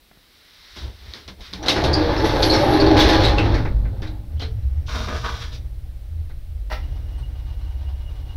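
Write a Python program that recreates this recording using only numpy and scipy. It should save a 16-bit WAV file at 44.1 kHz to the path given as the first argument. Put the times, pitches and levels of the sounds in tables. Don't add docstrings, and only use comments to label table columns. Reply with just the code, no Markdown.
import sys
import numpy as np
from scipy import signal
from scipy.fft import rfft, irfft, next_fast_len
from scipy.io import wavfile

SR = 44100
rng = np.random.default_rng(int(sys.argv[2]) if len(sys.argv) > 2 else 0)


def to_wav(sig):
    pcm = np.clip(np.atleast_2d(sig), -1, 1) * 32767
    pcm = np.round(pcm).astype(np.int16)
    wavfile.write(sys.argv[1], SR, pcm.T)


N = 368676
TIME = np.arange(N) / SR


def from_db(db):
    return 10 ** (np.asarray(db) / 20)

def rms_one(x):
    return x / np.sqrt(np.mean(x ** 2) + 1e-20)

def noise():
    return rng.standard_normal(N)

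def drift(rate_hz):
    r = np.exp(-80 * np.pi * rate_hz / SR)
    slow = signal.lfilter([1], [1, -2 * r, r * r], rng.standard_normal(N // 40 + 2002))[2000:]
    return np.interp(np.arange(N) / 40, np.arange(len(slow)), rms_one(slow))

def grains(per_s, spread_db):
    sizes = from_db(spread_db * np.minimum(rng.exponential(1, N), 4)) * rng.choice([-1, 1], N)
    return sizes * (rng.random(N) < per_s / SR) + 1e-18

def colour(x, spectrum, skirt_db_per_octave=40):
    hz, db = np.transpose(spectrum)
    size = next_fast_len(N + SR // 2)
    octave = np.log2(np.maximum(np.arange(size // 2 + 1) * SR / size, 1))
    beyond = np.abs(octave - np.clip(octave, np.log2(hz[0]), np.log2(hz[-1])))
    gain = from_db(np.interp(octave, np.log2(hz), db) - skirt_db_per_octave * beyond)
    return rms_one(irfft(rfft(x, size) * gain, size)[:N])

def resonate(x, hz, width):
    r = np.exp(-np.pi * width / SR)
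    poles = [1, -2 * r * np.cos(2 * np.pi * hz / SR), r * r]
    return signal.lfilter(np.array([1, 0, -1]) * (1 - r * r) / 2, poles, x)

def tone(hz):
    return np.sin(2 * np.pi * (hz * TIME + rng.random()))

def strikes(rows, rise):
    power, age = np.zeros(N + SR), np.arange(SR) / SR
    for t, db, t60 in rows:
        at = int(t * SR)
        power[at:at + SR] += (from_db(db - 60 * age / t60) * (1 - np.exp(-age / rise))) ** 2
    return np.sqrt(power[:N])

def held(start, length, attack, t60):
    overrun = np.maximum(TIME - start - length, 0)
    return np.clip((TIME - start) / attack, 0, 1) * from_db(-60 * overrun / t60)

def swell(t, db, half_length):
    return from_db(db) * np.exp(-2 * np.minimum(((TIME - t) / half_length) ** 2, 20))

def cabin(x, t60=0.44, wet_db=2):
    age = np.arange(SR // 2) / SR
    tail = rng.standard_normal(len(age)) * np.exp(-np.log(1000) * age / t60) * (age > .002)
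    wet = signal.fftconvolve(x, tail / np.linalg.norm(tail))[:N]
    return (x + from_db(wet_db) * wet) / np.sqrt(1 + from_db(2 * wet_db))

def rolling_echo(x):
    angle = 2 * np.pi * 0.705 * TIME
    return np.cos(angle) * cabin(x) + np.sin(angle) * cabin(x)


# f/Hz, level/dB
HISS_SPECTRUM = [(30, 32), (100, 11.5), (300, 12.5), (1000, 3), (4000, 4), (7000, -6), (9000, -3),
                 (15500, -1.5)]
def hiss():
    return from_db(-56.5) * colour(noise(), HISS_SPECTRUM)

# t/s, level/dB
TAPS = [(0.113, -39.5), (0.172, -45.5)]
# f/Hz, level/dB
TAP_SPECTRUM = [(60, 7), (350, -3), (800, -14), (2000, -12)]
def taps(t60=0.033):
    return strikes([(t, db, t60) for t, db in TAPS], rise=0.00052) * colour(noise(), TAP_SPECTRUM)

# peak t/s, level/dB, rise/(dB/s)
SLEEVE_STROKES = [(0.83, -44, 24.5), (1.17, -43.5, 46), (1.46, -41.5, 216), (1.56, -43.5, 150)]
# f/Hz, level/dB
SLEEVE_SPECTRUM = [(170, -28), (330, -39), (480, -19.5), (850, -13.5), (1250, -8), (2050, -3.5),
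                   (2700, -10), (3800, -1), (4700, -6), (5600, -9), (6800, -25.5), (9000, -30),
                   (14000, -30)]
# peak t/s, level/dB, half-length/s
FOOTFALLS = [(0.777, -39.5, 0.02), (0.862, -31.5, 0.09), (1.086, -41, 0.12), (1.317, -41, 0.08),
             (1.413, -33, 0.03), (1.557, -43.5, 0.13)]
# f/Hz, level/dB
FLOOR_SPECTRUM = [(25, -12), (45, -0.5), (66, 10), (110, -4.5), (150, -32), (330, -18), (1000, -30)]
BOARD_SPECTRUM = [(140, -3), (185, 3.5), (250, -4), (340, -2), (600, -7.5), (950, -12.5)]
def passenger(fall_db_per_s=120, sway_db=-13, creak_db=-13.5):
    sleeve = np.max([from_db(db - np.maximum(rise * (t - TIME), fall_db_per_s * (TIME - t)))
                     for t, db, rise in SLEEVE_STROKES], axis=0)
    steps = sum(swell(*row) for row in FOOTFALLS)
    cloth = sleeve * colour(grains(per_s=9200, spread_db=1.5), SLEEVE_SPECTRUM)
    floor = (from_db(sway_db) * sleeve + steps) * colour(noise(), FLOOR_SPECTRUM)
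    boards = from_db(creak_db) * steps * colour(noise(), BOARD_SPECTRUM)
    return cloth + floor + boards

# t/s, clatter level/dB, thud level/dB, T60/s
KNOCKS = [(0.76, -37, -40.5, 0.49), (1.135, -41, -40.5, 0.42), (1.278, -35, -36.5, 0.18),
          (1.407, -41, -57, .3), (1.53, -31.5, -33, 0.16), (1.628, -37.5, -32, 0.38),
          (1.661, -26.5, -22, .3), (1.683, -13, -32, 0.25), (1.758, -30, -19, 0.44),
          (1.839, -21, -31, 0.18), (2.243, -28, -25, 0.79), (2.424, -18.5, -24, 0.31),
          (2.527, -27, -19.5, 0.88), (2.97, -21.5, -24, 0.45), (2.997, -18.5, -22, 0.46),
          (3.089, -21, -20, 0.25), (3.129, -22, -18, 0.12), (3.203, -30, -26, 0.31),
          (3.235, -23.5, -19, 0.35), (3.381, -28.5, -17.5, 0.2), (3.456, -34, -17.5, 0.072),
          (3.542, -31.5, -21, 0.26), (3.649, -41.5, -21.5, 0.16), (3.851, -61, -34.5, 0.15),
          (3.965, -64, -51, .25), (4.02, -40, -32, 0.29), (4.071, -44, -38, 0.11),
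          (4.395, -39.5, -37, 0.28), (4.417, -34.5, -28, .19), (6.295, -57, -43.5, 0.17)]
# f/Hz, level/dB
METAL_SPECTRUM = [(650, -21.5), (1100, -5), (1330, -9), (1830, -11), (2090, -2.5), (2390, -6.5), (2610, -6),
                  (3730, 0.5), (4450, -3.5), (5620, -7), (7260, -28), (11400, -29), (15600, -41.5)]
THUD_SPECTRUM = [(90, 3), (170, -7), (250, -1), (330, 1), (560, -5), (740, -8.5), (860, -8.5),
                 (1020, -13.5), (1500, -8.5), (2200, -10.5)]
def knocks(snap_t60=0.017):
    t, clatter_db, thud_db, t60 = np.transpose(KNOCKS)
    clatter = strikes(zip(t, clatter_db, t60), rise=0.003)
    snap = strikes(zip(t, clatter_db, np.full(len(t), snap_t60)), rise=0.00017)
    thud = strikes(zip(t, thud_db, t60), rise=0.0048)
    metal = colour(cabin(grains(per_s=6000, spread_db=2)), METAL_SPECTRUM)
    return np.hypot(clatter, snap) * metal + thud * colour(noise(), THUD_SPECTRUM)

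# t/s, level/dB
CLICKS = [(1.137, -19.5), (1.279, -26.5), (1.536, -17), (1.684, -0.5), (2.43, -4), (3.384, -13),
          (4.021, -37), (4.397, -30)]
def clicks():
    pulses = np.zeros(N)
    for t, db in CLICKS:
        pulses[round(t * SR)] = from_db(db)
    ping = pulses + 1e-18
    for _ in range(3):
        ping = resonate(ping, hz=3900, width=1700)
    return cabin(ping * pulses.max() / np.abs(ping).max(), t60=0.069, wet_db=-12.5)

# peak t/s, level/dB, f/Hz, half-length/s
BOOMS = [(1.32, -45, 187, 0.035), (1.56, -39, 185, 0.045), (1.922, -22.5, 78, 0.14),
         (2.05, -24.5, 475, 0.088), (2.458, -25, 316, 0.25), (2.627, -18, 582, 0.032),
         (2.858, -18, 397, 0.17), (2.876, -18, 344, 0.064), (2.882, -16, 319, 0.095),
         (3.164, -19.5, 322, 0.12), (3.296, -17, 50.3, 0.14), (3.782, -16.5, 52.3, 0.09),
         (4.091, -36, 312, 0.072), (4.354, -22, 73, 0.038), (4.444, -24, 79, 0.032),
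         (6.541, -29, 76.4, .08), (4.483, -44, 443, 0.066), (4.577, -26.5, 104.7, 0.1),
         (4.679, -19, 66, .086), (4.786, -18.5, 72, 0.038), (6.189, -24.5, 79.2, 0.14)]
def booms():
    return np.sqrt(2) * sum(swell(t, db, half) * tone(hz) for t, db, hz, half in BOOMS)

MEET_S, CHATTER_S = 2.96, 0.33
# f/Hz, level/dB
SHAKE_SPECTRUM = [(8.2, -26), (14, 5.5), (32, -9.5), (49, 6.5), (75, -2), (108, 1), (134, -12),
                  (163, -13.5), (220, -17.5), (290, -21), (480, -120)]
def door_drive(growth_db_per_s=5.5):
    level = from_db(-17 + growth_db_per_s * np.minimum(TIME - MEET_S - CHATTER_S, 0))
    running = held(start=1.47, length=2.1, attack=0.41, t60=2.47)
    return level * running * colour(noise(), SHAKE_SPECTRUM)

# t/s, level/dB
DOOR_RUN = [(1.55, -56), (1.66, -27), (1.85, -18.5), (2.02, -17.5), (2.3, -20.5), (2.7, -16), (3.38, -19),
            (3.54, -23), (3.66, -35.5), (3.82, -44.5), (4.1, -42)]
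# f/Hz, bandwidth/Hz, relative level/dB
LEAF_MODES = [(227, 4, -24), (298.4, 17, -3), (316.5, 2.7, 20), (348, 5, -20), (423, 6.7, 11),
              (503, 13, -39), (626, 4.4, -10), (640, 20, -20.5), (910, 8, -9), (830.3, 26, 12)]
# f/Hz, level/dB
RUMBLE_SPECTRUM = [(130, -5.5), (175, -8.5), (240, -8.5), (310, 2.5), (380, -1.5), (480, -2), (560, -3.5),
                   (700, -5), (780, -10), (860, -2.5), (980, -16.5), (1500, -19)]
RATTLE_SPECTRUM = [(1000, 6), (1330, -3.5), (1660, 5), (1950, -0.5), (2400, -3.5), (3020, -6), (3400, -1),
                   (4310, -0.5), (4890, -9), (5680, -11.5), (7300, -36.5), (8800, -38), (11400, -32.5),
                   (15600, -43)]
def doors(full_run_db=-17.5, roller_cut_hz=1100):
    run_db = np.interp(TIME, *np.transpose(DOOR_RUN))
    excess_db = run_db - full_run_db
    start, end = DOOR_RUN[0][0], DOOR_RUN[-1][0]
    moving = held(start, end - start, attack=0.0081, t60=0.87)
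    bumps = grains(per_s=900, spread_db=4.5)
    cushioned = signal.sosfilt(signal.butter(2, roller_cut_hz, fs=SR, output="sos"), bumps)
    leaves = rms_one(sum(from_db(db) * resonate(cushioned, hz, width) for hz, width, db in LEAF_MODES))
    ring = from_db(-9.5 + 0.3 * excess_db)
    panels = (colour(rolling_echo(bumps), RUMBLE_SPECTRUM) + ring * leaves) / np.sqrt(1 + ring ** 2)
    chatter = from_db(-25.5) * held(MEET_S, CHATTER_S, attack=0.0067, t60=0.32)
    rattle = np.hypot(moving * from_db(-28.5 + 1.15 * excess_db), chatter)
    grit = colour(rolling_echo(grains(per_s=2000, spread_db=5)), RATTLE_SPECTRUM)
    return moving * from_db(run_db) * panels + rattle * grit

# t/s, relative level/dB, f/Hz, T60 of the rub/s
CHIRPS = [(1.626, -35, 5800, 0.087), (1.845, -48, 11000, 0.17), (1.93, -11, 4700, 0.13),
          (1.95, -31.5, 4700, .5), (2.17, -32, 5330, 0.27), (2.43, -13, 4520, 0.16),
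          (2.496, -14, 4320, 0.31), (2.535, -24.5, 5360, 0.32), (2.733, -20, 4160, 0.15),
          (2.8, -14, 4436, .1), (2.862, -18.5, 4480, 0.062), (2.99, -36, 14000, .16),
          (3.002, -13, 3430, .15), (3.24, -17, 3920, .22), (3.379, -18, 2705, 0.2),
          (4.075, -36.5, 3890, 0.12), (4.37, -53, 3150, .3), (4.4, -32, 3200, .22),
          (4.411, -29, 4130, 0.18), (7.18, -59, 8750, .23)]
def bearings(rub_db=-2, ring_db=-11, octave_db=-31):
    out = np.zeros(N)
    for t, db, hz, t60 in CHIRPS:
        rub = rms_one(resonate(resonate(noise(), hz, width=510), hz, width=550))
        octave = rms_one(resonate(rub ** 2, min(2 * hz, .45 * SR), width=500))
        pair = tone(.975 * hz) + tone(1.003 * hz)
        out += strikes([(t, db + rub_db, t60)], rise=0.0036) * (rub + from_db(octave_db) * octave)
        out += strikes([(t, db + ring_db, 0.89 * t60)], rise=0.0014) * pair
    return out

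# f/Hz, level/dB
ROLLER_SPECTRUM = [(8000, -5), (11000, 1), (13000, 0), (15500, -8)]
# peak t/s, level/dB, half-length/s
SQUEALS = [(2.265, -51, 0.047), (2.477, -43.5, 0.084), (2.702, -48, 0.13), (3.098, -47, 0.037),
           (3.275, -58, .06)]
def rollers(waver_db=3):
    squeal = rms_one(resonate(resonate(noise(), hz=11050, width=600), hz=11360, width=460))
    sliding = colour(grains(per_s=4000, spread_db=3.5), ROLLER_SPECTRUM)
    fits = sum(swell(*row) for row in SQUEALS) * from_db(waver_db * drift(16))
    return swell(t=2.5, db=-53, half_length=0.47) * sliding + fits * squeal

# t/s, f/Hz
MOTOR_SPEED = [(4.0, 6), (4.3, 11.2), (4.55, 14), (4.7, 13.3), (4.85, 16.3), (5.1, 16.6)]
# order, early level/dB, cruising level/dB
MOTOR_ORDERS = [(1, -36, -39), (2, -43.5, -33), (3, -39, -27), (4, -38.5, -29.5), (5, -53, -39),
                (7, -49, -41)]
def hoist(waver_db=3.5, wobble=0.0058):
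    speed = np.interp(TIME, *np.transpose(MOTOR_SPEED))
    turns = np.cumsum(speed * (1 + wobble * drift(1.15))) / SR
    running = np.interp(TIME, [4.0, 4.7], [0, 1])
    cruising = np.interp(TIME, [6.55, 6.8], [0, 1])
    out = np.zeros(N)
    for order, early_db, late_db in MOTOR_ORDERS:
        level = from_db(early_db + (late_db - early_db) * cruising + waver_db * drift(1.25))
        out += running * level * np.sin(2 * np.pi * (order * turns + rng.random()))
    return out

CHANGE_UP_S, PULL_ATTACK_S = 6.7, 0.1
FULL_SPEED = np.clip((TIME - CHANGE_UP_S) / PULL_ATTACK_S, 0, 1)
# t/s, length/s, level/dB
PULLS = [(4.253, 1.37, -29.5), (6.05, 0.16, -38.5), (6.676, 0.61, -33)]
# f/Hz, bandwidth/Hz, relative level/dB
SHOE_MODES = [(750, 100, -24.5), (1260, 260, -28.5), (2130, 97, -26), (3960, 790, -20.5)]
# f/Hz, level/dB
CAR_SPECTRUM = [(12, -37), (18, -6), (30, -7), (52, 7.5), (70, 7.5), (84, 7.5), (100, -5), (125, -1.5),
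                (145, -16.5), (220, -26.5)]
SHOE_SPECTRUM = [(170, -20), (230, 2.5), (340, 5), (440, 0.5), (590, 1), (680, -4.5), (800, -3.5),
                 (1100, -14), (1600, -12), (2050, -11.5), (2500, -18.5), (3300, -16.5), (3900, -28),
                 (4800, -22), (5800, -17), (6700, -45)]
LOOSE_SPECTRUM = [(550, -10), (850, 7.5), (1300, -3.5), (2100, -6.5), (3800, -5), (5800, -15)]
def ride(rumble_db=-35.5, slow_db=-58.5, fast_db=-52, shoe_pull_db=-23.5, flare_db=5, rattle_db=-57.5):
    pull = sum(from_db(db) * held(t, length, PULL_ATTACK_S, t60=0.77) for t, length, db in PULLS)
    moving = np.clip((TIME - PULLS[0][0]) / PULL_ATTACK_S, 0, 1)
    rumble = np.hypot(moving * from_db(rumble_db), pull)
    sliding = moving * from_db(slow_db + (fast_db - slow_db) * FULL_SPEED)
    shoes = np.hypot(sliding, from_db(shoe_pull_db) * pull)
    slips = cabin(grains(per_s=1500, spread_db=0.5), wet_db=-4.5)
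    rub = from_db(-0.5) * colour(slips, SHOE_SPECTRUM)
    for hz, width, db in SHOE_MODES:
        mode = resonate(resonate(slips, hz, width), hz, width)
        rub += from_db(db) * rms_one(mode * from_db(flare_db * drift(21)))
    rub *= from_db(-0.5 * drift(2))
    loose = cabin(grains(per_s=28, spread_db=0), t60=0.24, wet_db=15)
    rattles = FULL_SPEED * from_db(rattle_db) * colour(loose, LOOSE_SPECTRUM)
    return rumble * colour(noise(), CAR_SPECTRUM) + shoes * rub + rattles

# t/s, length/s, grit level/dB, rasp level/dB, body level/dB, rasp frequency ratio
SCRAPE_STROKES = [(4.875, 0.052, -38.5, -33.5, -43, 1.02), (4.941, 0.022, -36.5, -35.5, -38.5, 0.9),
                  (4.993, .03, -41, -41.5, -40.5, 1.01), (5.07, 0.068, -48, -35, -33.5, 1.06),
                  (5.23, 0.061, -40, -31.5, -39, 1), (5.33, 0.017, -52, -47.5, -48, 1.01),
                  (5.405, 0.024, -39, -40.5, -54, 1.12), (5.515, 0.052, -43, -58, -57, 1.1)]
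# f/Hz, level/dB
GRIT_SPECTRUM = [(2300, -10), (2850, -8), (3400, -2.5), (3750, 0.5), (4300, -6), (5000, -6.5), (5700, -5.5),
                 (6500, -16), (8000, -27), (11600, -27.5), (15600, -34)]
RASP_SPECTRUM = [(850, -0.5), (1050, 5), (1180, 7.5), (1340, 0), (1520, 5.5), (1700, -1.5), (1950, -5.5),
                 (2300, -10)]
BODY_SPECTRUM = [(160, -8), (185, 1.5), (260, -1.5), (400, -8), (470, 5), (540, -12.5), (610, 5.5),
                 (740, -10), (850, -30)]
def scrape(lumpy_db=1, attack=0.017, release_s=5.565):
    slips = rolling_echo(grains(per_s=1100, spread_db=1.5)) * from_db(lumpy_db * drift(33))
    body = colour(slips, BODY_SPECTRUM)
    grit = from_db(-41.5) * held(start=4.858, length=0.58, attack=attack, t60=0.44)
    out = np.zeros(N)
    for t, length, grit_db, rasp_db, body_db, ratio in SCRAPE_STROKES:
        stroke = held(t, length, attack, t60=0.4)
        rasp = colour(slips, [(hz * ratio, db) for hz, db in RASP_SPECTRUM])
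        out += stroke * (from_db(rasp_db) * rasp + from_db(body_db) * body)
        grit = np.hypot(grit, from_db(grit_db) * stroke)
    return (out + grit * colour(slips, GRIT_SPECTRUM)) * held(0, release_s, attack, t60=0.22)

# t/s, relative level/dB
LEVER_HITS = [(6.7, -32), (6.708, -29.5), (6.715, -24.5), (6.725, -25.5)]
# f/Hz, level/dB
CLUNK_SPECTRUM = [(110, -41), (180, -3.5), (266, -17), (532, -6), (606, -16), (690, -6), (897, -2),
                  (1100, -18), (1350, -4), (1480, -18), (2040, -4.5), (2240, -14), (5700, -21), (6860, -41),
                  (15600, -34)]
# f/Hz, relative level/dB, T60/s
LEVER_MODES = [(623, 2, 0.16), (790, -4, 0.12), (903, 0, 0.1), (1175, -8, 0.13), (1540, -7, 0.14),
               (1880, -9, 0.26), (2099, -3, 0.16), (3900, -17, 0.25), (5674, -24, .2)]
def shaft_switch(burst_t60=0.25, burst_db=-5.5, ring_db=-9):
    blows = strikes([(t, db, burst_t60) for t, db in LEVER_HITS], rise=0.00092)
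    burst = blows * colour(cabin(noise()), CLUNK_SPECTRUM)
    ring = sum(strikes([(t, db + mode_db, t60) for t, db in LEVER_HITS], rise=0.0012) * tone(hz)
               for hz, mode_db, t60 in LEVER_MODES)
    return from_db(burst_db) * burst + from_db(ring_db) * ring

# peak t/s, level/dB
WHISTLES = [(6.84, -56), (7.15, -60), (7.25, -57), (7.38, -60), (7.52, -58), (7.66, -60), (7.87, -57),
            (8.08, -51), (8.22, -68), (8.32, -51)]
def whistle(steady_db=-65.5):
    fits = sum(swell(t, db, half_length=0.043) for t, db in WHISTLES)
    note = rms_one(resonate(resonate(noise(), hz=2867, width=55), hz=2873, width=170))
    return np.hypot(fits, from_db(steady_db) * FULL_SPEED) * note


def scene():
    nearby = hiss() + passenger() + taps()
    closing = doors() + door_drive() + bearings() + rollers() + knocks() + clicks()
    car = hoist() + booms() + ride() + scrape() + shaft_switch() + whistle()
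    return (nearby + closing + car)[None]

def record(dry):
    ceiling, cutoff_hz = .85, 15720
    rounded = dry / (1 + (dry / ceiling) ** 8) ** (1 / 8)
    return signal.sosfilt(signal.ellip(12, .1, 80, cutoff_hz, fs=SR, output="sos"), rounded)


dry = scene()
out = record(dry)
to_wav(out)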